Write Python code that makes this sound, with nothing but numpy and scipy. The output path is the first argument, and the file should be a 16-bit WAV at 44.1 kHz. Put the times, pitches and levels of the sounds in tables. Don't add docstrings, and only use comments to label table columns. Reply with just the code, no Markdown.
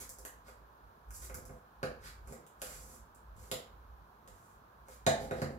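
import sys
import numpy as np
from scipy import signal
from scipy.fft import rfft, irfft
from scipy.io import wavfile

SR = 44100
rng = np.random.default_rng(int(sys.argv[2]) if len(sys.argv) > 2 else 0)


def bounce(signal):
    frames = np.transpose(np.atleast_2d(signal))
    limited = np.clip(frames, -1, 1)
    pcm = np.round(limited * 32767).astype(np.int16)
    wavfile.write(sys.argv[1], SR, pcm)


def nominal_scale(level):
    x = np.asarray(level, float) / 20
    return 10 ** x


N = 246430


def at_hz(points, hz):
    table_hz, values = np.transpose(points)
    return np.interp(np.log(hz), np.log(table_hz), values)


def rms_one(x):
    return x / np.sqrt(np.mean(x ** 2) + 1e-20)


def high_pass(x, hz):
    return signal.sosfilt(signal.butter(3, hz, "high", fs=SR, output="sos"), x)


def edge(x):
    return high_pass(x, 4600)


def ring(force, modes):
    out = 0
    for k, (hz, level_db, t60) in enumerate(modes):
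        radius = nominal_scale(-60 / (t60 * SR))
        angle = 2 * np.pi * hz / SR
        poles = [1, -2 * radius * np.cos(angle), radius ** 2]
        mode = signal.lfilter([0, np.sin(angle)], poles, force + 1e-18)
        out = out + (-1) ** k * nominal_scale(level_db) * mode
    return out


def struck(times, levels_db, modes):
    at = np.round(np.asarray(times) * SR).astype(int)
    spot_db = 1.5 * rng.standard_normal((len(at), len(modes)))
    out = 0
    for k, mode in enumerate(modes):
        force = np.zeros(N)
        force[at] = nominal_scale(levels_db + spot_db[:, k]) * (-1) ** k
        out = out + ring(force, [mode])
    return out


def grains(per_s, spread_db):
    sizes = nominal_scale(spread_db * np.minimum(rng.exponential(1, N), 4))
    signs = rng.choice([-1, 1], N)
    return rms_one(sizes * signs * (rng.random(N) < per_s / SR))


def swells(rows, rise_db_per_s, fall_db_per_s):
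    start, length, *levels_db = np.transpose(rows)
    t = np.arange(0, N + 64, 64)[:, None] / SR
    early = np.maximum(start - t, 0)
    late = np.maximum(t - start - length, 0)
    shape = nominal_scale(-rise_db_per_s * early - fall_db_per_s * late)
    return [np.interp(np.arange(N) / SR, t[:, 0], shape @ nominal_scale(level_db)) for level_db in levels_db]


# f/Hz, likeness/0..1
LIKENESS = [(60, .97), (130, .997), (250, .95), (500, .9), (1000, .25), (3000, .12), (10000, .1)]


def stereo_noise(size):
    hz = np.arange(size // 2 + 1) * SR / size + 1
    mid, side = rfft(rng.standard_normal((2, size)))
    alike = np.clip(at_hz(LIKENESS, hz), 0, 1)
    white = np.sqrt(1 + alike) * mid + np.sqrt(1 - alike) * side * [[1], [-1]]
    return hz, white / np.sqrt(2)


# f/Hz, level/dB (per Hz)
HUM = [(95, -4.5), (234, -8.5), (290, -12.5), (379, -9), (600, -9.5), (1040, -3), (1650, -11.5),
       (2000, -25)]
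# f/Hz, level/dB (per Hz)
HISS = [(2600, -1), (4200, -2), (5000, -6), (6300, -7), (8700, -14), (10500, -8), (13100, -3), (15500, -5)]
HUM_DB, HISS_DB = -61, -76.5


def hum():
    hz, white = stereo_noise(N)
    city = rms_one(irfft(white * nominal_scale(at_hz(HUM, hz)) * (hz > 90) * (hz < 2600), N))
    hiss = rms_one(irfft(white * nominal_scale(at_hz(HISS, hz)) * (hz >= 2600) * (hz < 15900), N))
    return nominal_scale(HUM_DB) * city + nominal_scale(HISS_DB) * hiss


# f/Hz, width/Hz, level/dB
RUMBLE_MODES = [(57.2, 16, 0), (96, 14.6, -13)]
# t/s, length/s, level/dB
GUSTS = [(0.0, 0.096, -60), (0.2, 0.11, -64), (0.4, 0.26, -65.5), (0.84, 0.013, -60.5), (1.09, 0.43, -52.5),
         (1.86, 0.24, -55.5), (2.22, 0.047, -49.5), (2.65, 0.018, -60.5), (2.77, 0.11, -52.5),
         (3.0, 0.13, -61.5), (3.32, 0.1, -49.5), (3.53, 0.017, -59), (3.72, 0.29, -57), (4.32, 0.014, -55),
         (4.55, 0.04, -64.5), (4.8, 0.11, -65), (5.065, 0.22, -51), (5.415, 0.016, -52), (5.56, 0.058, -52)]
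GUST_RISE_DB_PER_S, GUST_FALL_DB_PER_S, LULL_DB = 231, 178, -75


def rumble():
    hz, white = stereo_noise(N)
    shape = 0
    for top_hz, width_hz, level_db in RUMBLE_MODES:
        shape = shape + nominal_scale(level_db) / (1 + (2 * (hz - top_hz) / width_hz) ** 2)
    gusts, = swells(GUSTS, GUST_RISE_DB_PER_S, GUST_FALL_DB_PER_S)
    return (nominal_scale(LULL_DB) + gusts) * rms_one(irfft(white * shape, N))


# t/s, length/s, scuff level/dB, scrape level/dB, shove level/dB
RUBS = [(0.0, 0.0033, -57.5, -48.5, -48), (0.47, 0.01, -76, -58, -59), (1.14, 0.015, -61, -65, -79),
        (1.22, 0.024, -63, -56.5, -53.5), (1.36, 0.047, -91, -72, -46.5), (1.49, 0.063, -88, -88, -58),
        (2.04, 0.034, -68.5, -47.5, -59), (2.28, 0.054, -77, -66, -47.5), (2.63, 0.13, -65.5, -55.5, -61.5),
        (2.8, 0.15, -70.5, -67, -58), (3.38, 0.1, -76.5, -67, -62.5), (4.28, 0.24, -85.5, -78, -89),
        (4.9, 0.042, -73, -59, -70), (5.2, 0.046, -72, -55, -41), (5.37, 0.028, -76, -55, -41.5),
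        (5.5, 0.029, -86, -80, -42.5)]
# f/Hz, level/dB, t60/s
TICK = [(5230, 2.5, 0.0026), (6315, 3.5, 0.0039), (7470, 6.5, 0.004), (9320, 11.5, 0.0011),
        (10920, 12.5, 0.0012), (13400, 8.5, 0.0012), (15240, 4.5, 0.00099)]
# f/Hz, level/dB, t60/s
TREAD = [(1370, -3.5, 0.0069), (2380, 8, 0.0015), (2740, 3.5, 0.0026), (4670, -3, 0.0021)]
# f/Hz, level/dB, t60/s
THUMP = [(87.8, -7, 0.28), (145, 0, 0.17), (200, -9.5, 0.26), (219.8, -2.5, 0.14), (294, -35, 0.14),
         (327, -14.5, 0.22)]
# f/Hz, level/dB, t60/s
TIRE = [(414.3, -5, 0.031), (439.4, -22.5, 0.2), (501.6, -1.5, 0.048), (637, 0.5, 0.021),
        (656, -1.5, 0.036), (822, -9.5, 0.031)]
RUB_RISE_DB_PER_S, RUB_FALL_DB_PER_S = 578, 388
SCUFF_DB, SCRAPE_DB, CREAK_DB = 2.5, -13, -10
RUB_UNEVEN_DB, RUB_LUMPS_PER_S = 1.5, 90


def rubbing():
    bright, middle, shove = swells(RUBS, RUB_RISE_DB_PER_S, RUB_FALL_DB_PER_S)
    scuff = bright * rms_one(edge(ring(grains(4000, spread_db=-1), TICK)))
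    scrape = middle * rms_one(ring(grains(1500, spread_db=2.5), TREAD))
    creak = shove * rms_one(ring(grains(120, spread_db=1.5), THUMP[1:] + TIRE))
    lumps = rng.standard_normal(600)
    lump_position = np.arange(N) / SR * RUB_LUMPS_PER_S
    grip = nominal_scale(RUB_UNEVEN_DB * np.interp(lump_position, np.arange(len(lumps)), lumps))
    return grip * (nominal_scale(SCUFF_DB) * scuff + nominal_scale(SCRAPE_DB) * scrape) + nominal_scale(CREAK_DB) * creak


# t/s, level/dB
RIM_BLOWS = [
    (5.065, -27),
    (5.311, -51.5),
    (5.417, -69),
]
# f/Hz, level/dB, t60/s
RIM = [(542, 1, 0.021), (567, -3, 0.071), (648, 0.5, 0.067), (707, -0.5, 0.036), (666, -14, 0.5),
       (756, -7, 0.1), (792, -20, 1), (865, -20, 0.57), (924, -8, 0.036), (1077, -10.5, 0.084),
       (1520, 1.5, 0.014), (1640, -9.5, 0.14), (1780, -3, 0.053), (2000, 1, 0.017), (2410, 2.5, 0.012),
       (3320, -12, 0.0071), (3760, 3.5, 0.011), (3840, -19, 0.036), (3990, -7, 0.013), (6290, -5, 0.013),
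       (6370, -4, 0.026), (7200, 5.5, 0.0021)]


def rim():
    s, blow_db = np.transpose(RIM_BLOWS)
    return struck(s, blow_db - 4.5, RIM)


# t/s, edge tick level/dB, tip level/dB, handle level/dB
LEVER_TAPS = [(0.0925, -57, -82, -63), (0.186, -62, -87, -81), (0.2508, -56.5, -45, -46.5),
              (0.483, -76, -76, -57.5), (1.1068, -65.5, -67, -61), (1.2982, -72, -79, -50.5),
              (1.3436, -57, -54, -49.5), (1.4532, -66.5, -93, -67), (1.4938, -82, -68, -56),
              (1.83, -64.5, -31.5, -38), (2.2744, -71.5, -84, -63), (2.3241, -66, -58, -54),
              (2.4657, -73, -55.5, -72), (2.6176, -52.5, -38, -45), (3.1482, -74, -86, -84),
              (3.366, -77, -67, -74), (3.5146, -51, -34, -44.5), (4.2759, -71, -57.5, -61.5),
              (4.8845, -69.5, -76, -59), (5.066, -51, -26, -51), (5.31, -67.5, -74, -40),
              (5.4177, -62, -31.5, -36.5)]
# f/Hz, level/dB, t60/s
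TIP = [(2740, 2.5, 0.00097), (3580, 3, 0.00093), (4280, -1, 0.0011), (4930, -5, 0.00082)]
# f/Hz, level/dB, t60/s
LEVER = [(1120, 1.5, 0.0016), (1566, 3.5, 0.0047), (1750, 1.5, 0.0042), (2128, -4, 0.0042)]
# t/s, tire level/dB, floor thump level/dB
WHEEL_JOLTS = [(0.0912, -62.5, -84), (0.187, -60, -90), (0.2508, -68, -57), (0.4825, -57.5, -74),
               (1.1063, -73, -57), (1.2978, -52, -47), (1.3453, -57.5, -44), (1.4521, -62, -51),
               (1.4961, -50.5, -42), (1.8289, -34, -30), (2.2748, -79, -54), (2.3241, -53, -52),
               (2.6184, -46, -54), (3.1487, -82, -56.5), (3.5149, -39.5, -36), (4.168, -80, -62),
               (4.2751, -64.5, -79), (4.884, -58, -85), (5.0652, -34.5, -20.5), (5.3108, -35.5, -29.5),
               (5.4185, -38.5, -22.5)]


def knocks():
    s, tick_db, tip_db, handle_db = np.transpose(LEVER_TAPS)
    tick = edge(struck(s, tick_db + 11.5, TICK))
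    tip = struck(s, tip_db + 11.5, TIP)
    handle = struck(s, handle_db + 12.5, LEVER)
    s, tire_db, thump_db = np.transpose(WHEEL_JOLTS)
    tire = struck(s, tire_db + 1.5, TIRE)
    thump = struck(s, thump_db - 11.0, THUMP)
    return tick + tip + handle + tire + thump


# f/Hz, t60/s
ROOM_T60 = [(100, .42), (260, .42), (700, .38), (1840, .39), (4000, .36), (7000, .29), (12800, .26)]
# f/Hz, level/dB
ROOM_COLOUR = [(100, -23), (300, -4), (700, 1), (1500, -1.5), (12000, 0)]
DIRECT_DB, ROOM_DB = 3.5, 8.5
FIRST_WALL_S, ROOM_BUILD_S = 0.0011, 0.0031
NEAR_DB, NEAR_S = 4.5, 0.0028


def tiled_room(x):
    size = 32768
    hz, white = stereo_noise(size)
    t = np.maximum(np.arange(size) / SR - FIRST_WALL_S, 0)
    tail = 0
    for centre in 60 * 2 ** np.arange(0, 8.5, .5):
        band = np.maximum(1 - 2 * np.abs(np.log2(hz / centre)), 0)
        decay_db = at_hz(ROOM_COLOUR, centre) - 60 * t / at_hz(ROOM_T60, centre)
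        tail = tail + irfft(white * band, size) * nominal_scale(decay_db)
    tail = tail * (1 - np.exp(-t / ROOM_BUILD_S)) * (1 + nominal_scale(NEAR_DB) * np.exp(-t / NEAR_S))
    response = nominal_scale(ROOM_DB) * tail / np.sqrt(np.sum(tail ** 2) / 2)
    response[:, 0] += nominal_scale(DIRECT_DB)
    return signal.fftconvolve(response, x[None], axes=1)[:, :N]


LEFT_DB, RIGHT_LAG = -2, 15


def scene():
    wheel = high_pass(knocks() + rim() + rubbing(), 75)
    left, right = tiled_room(wheel) + rumble() + hum()
    return np.array([left * nominal_scale(LEFT_DB / 2), np.roll(right, RIGHT_LAG) * nominal_scale(-LEFT_DB / 2)])


def top_cut(x):
    return signal.sosfilt(signal.butter(12, 16990, fs=SR, output="sos"), x)


def record(dry):
    cut = signal.sosfilt(signal.cheby2(12, 40, 16200, fs=SR, output="sos"), dry)
    return top_cut(cut)


dry = scene()
out = record(dry)
bounce(out)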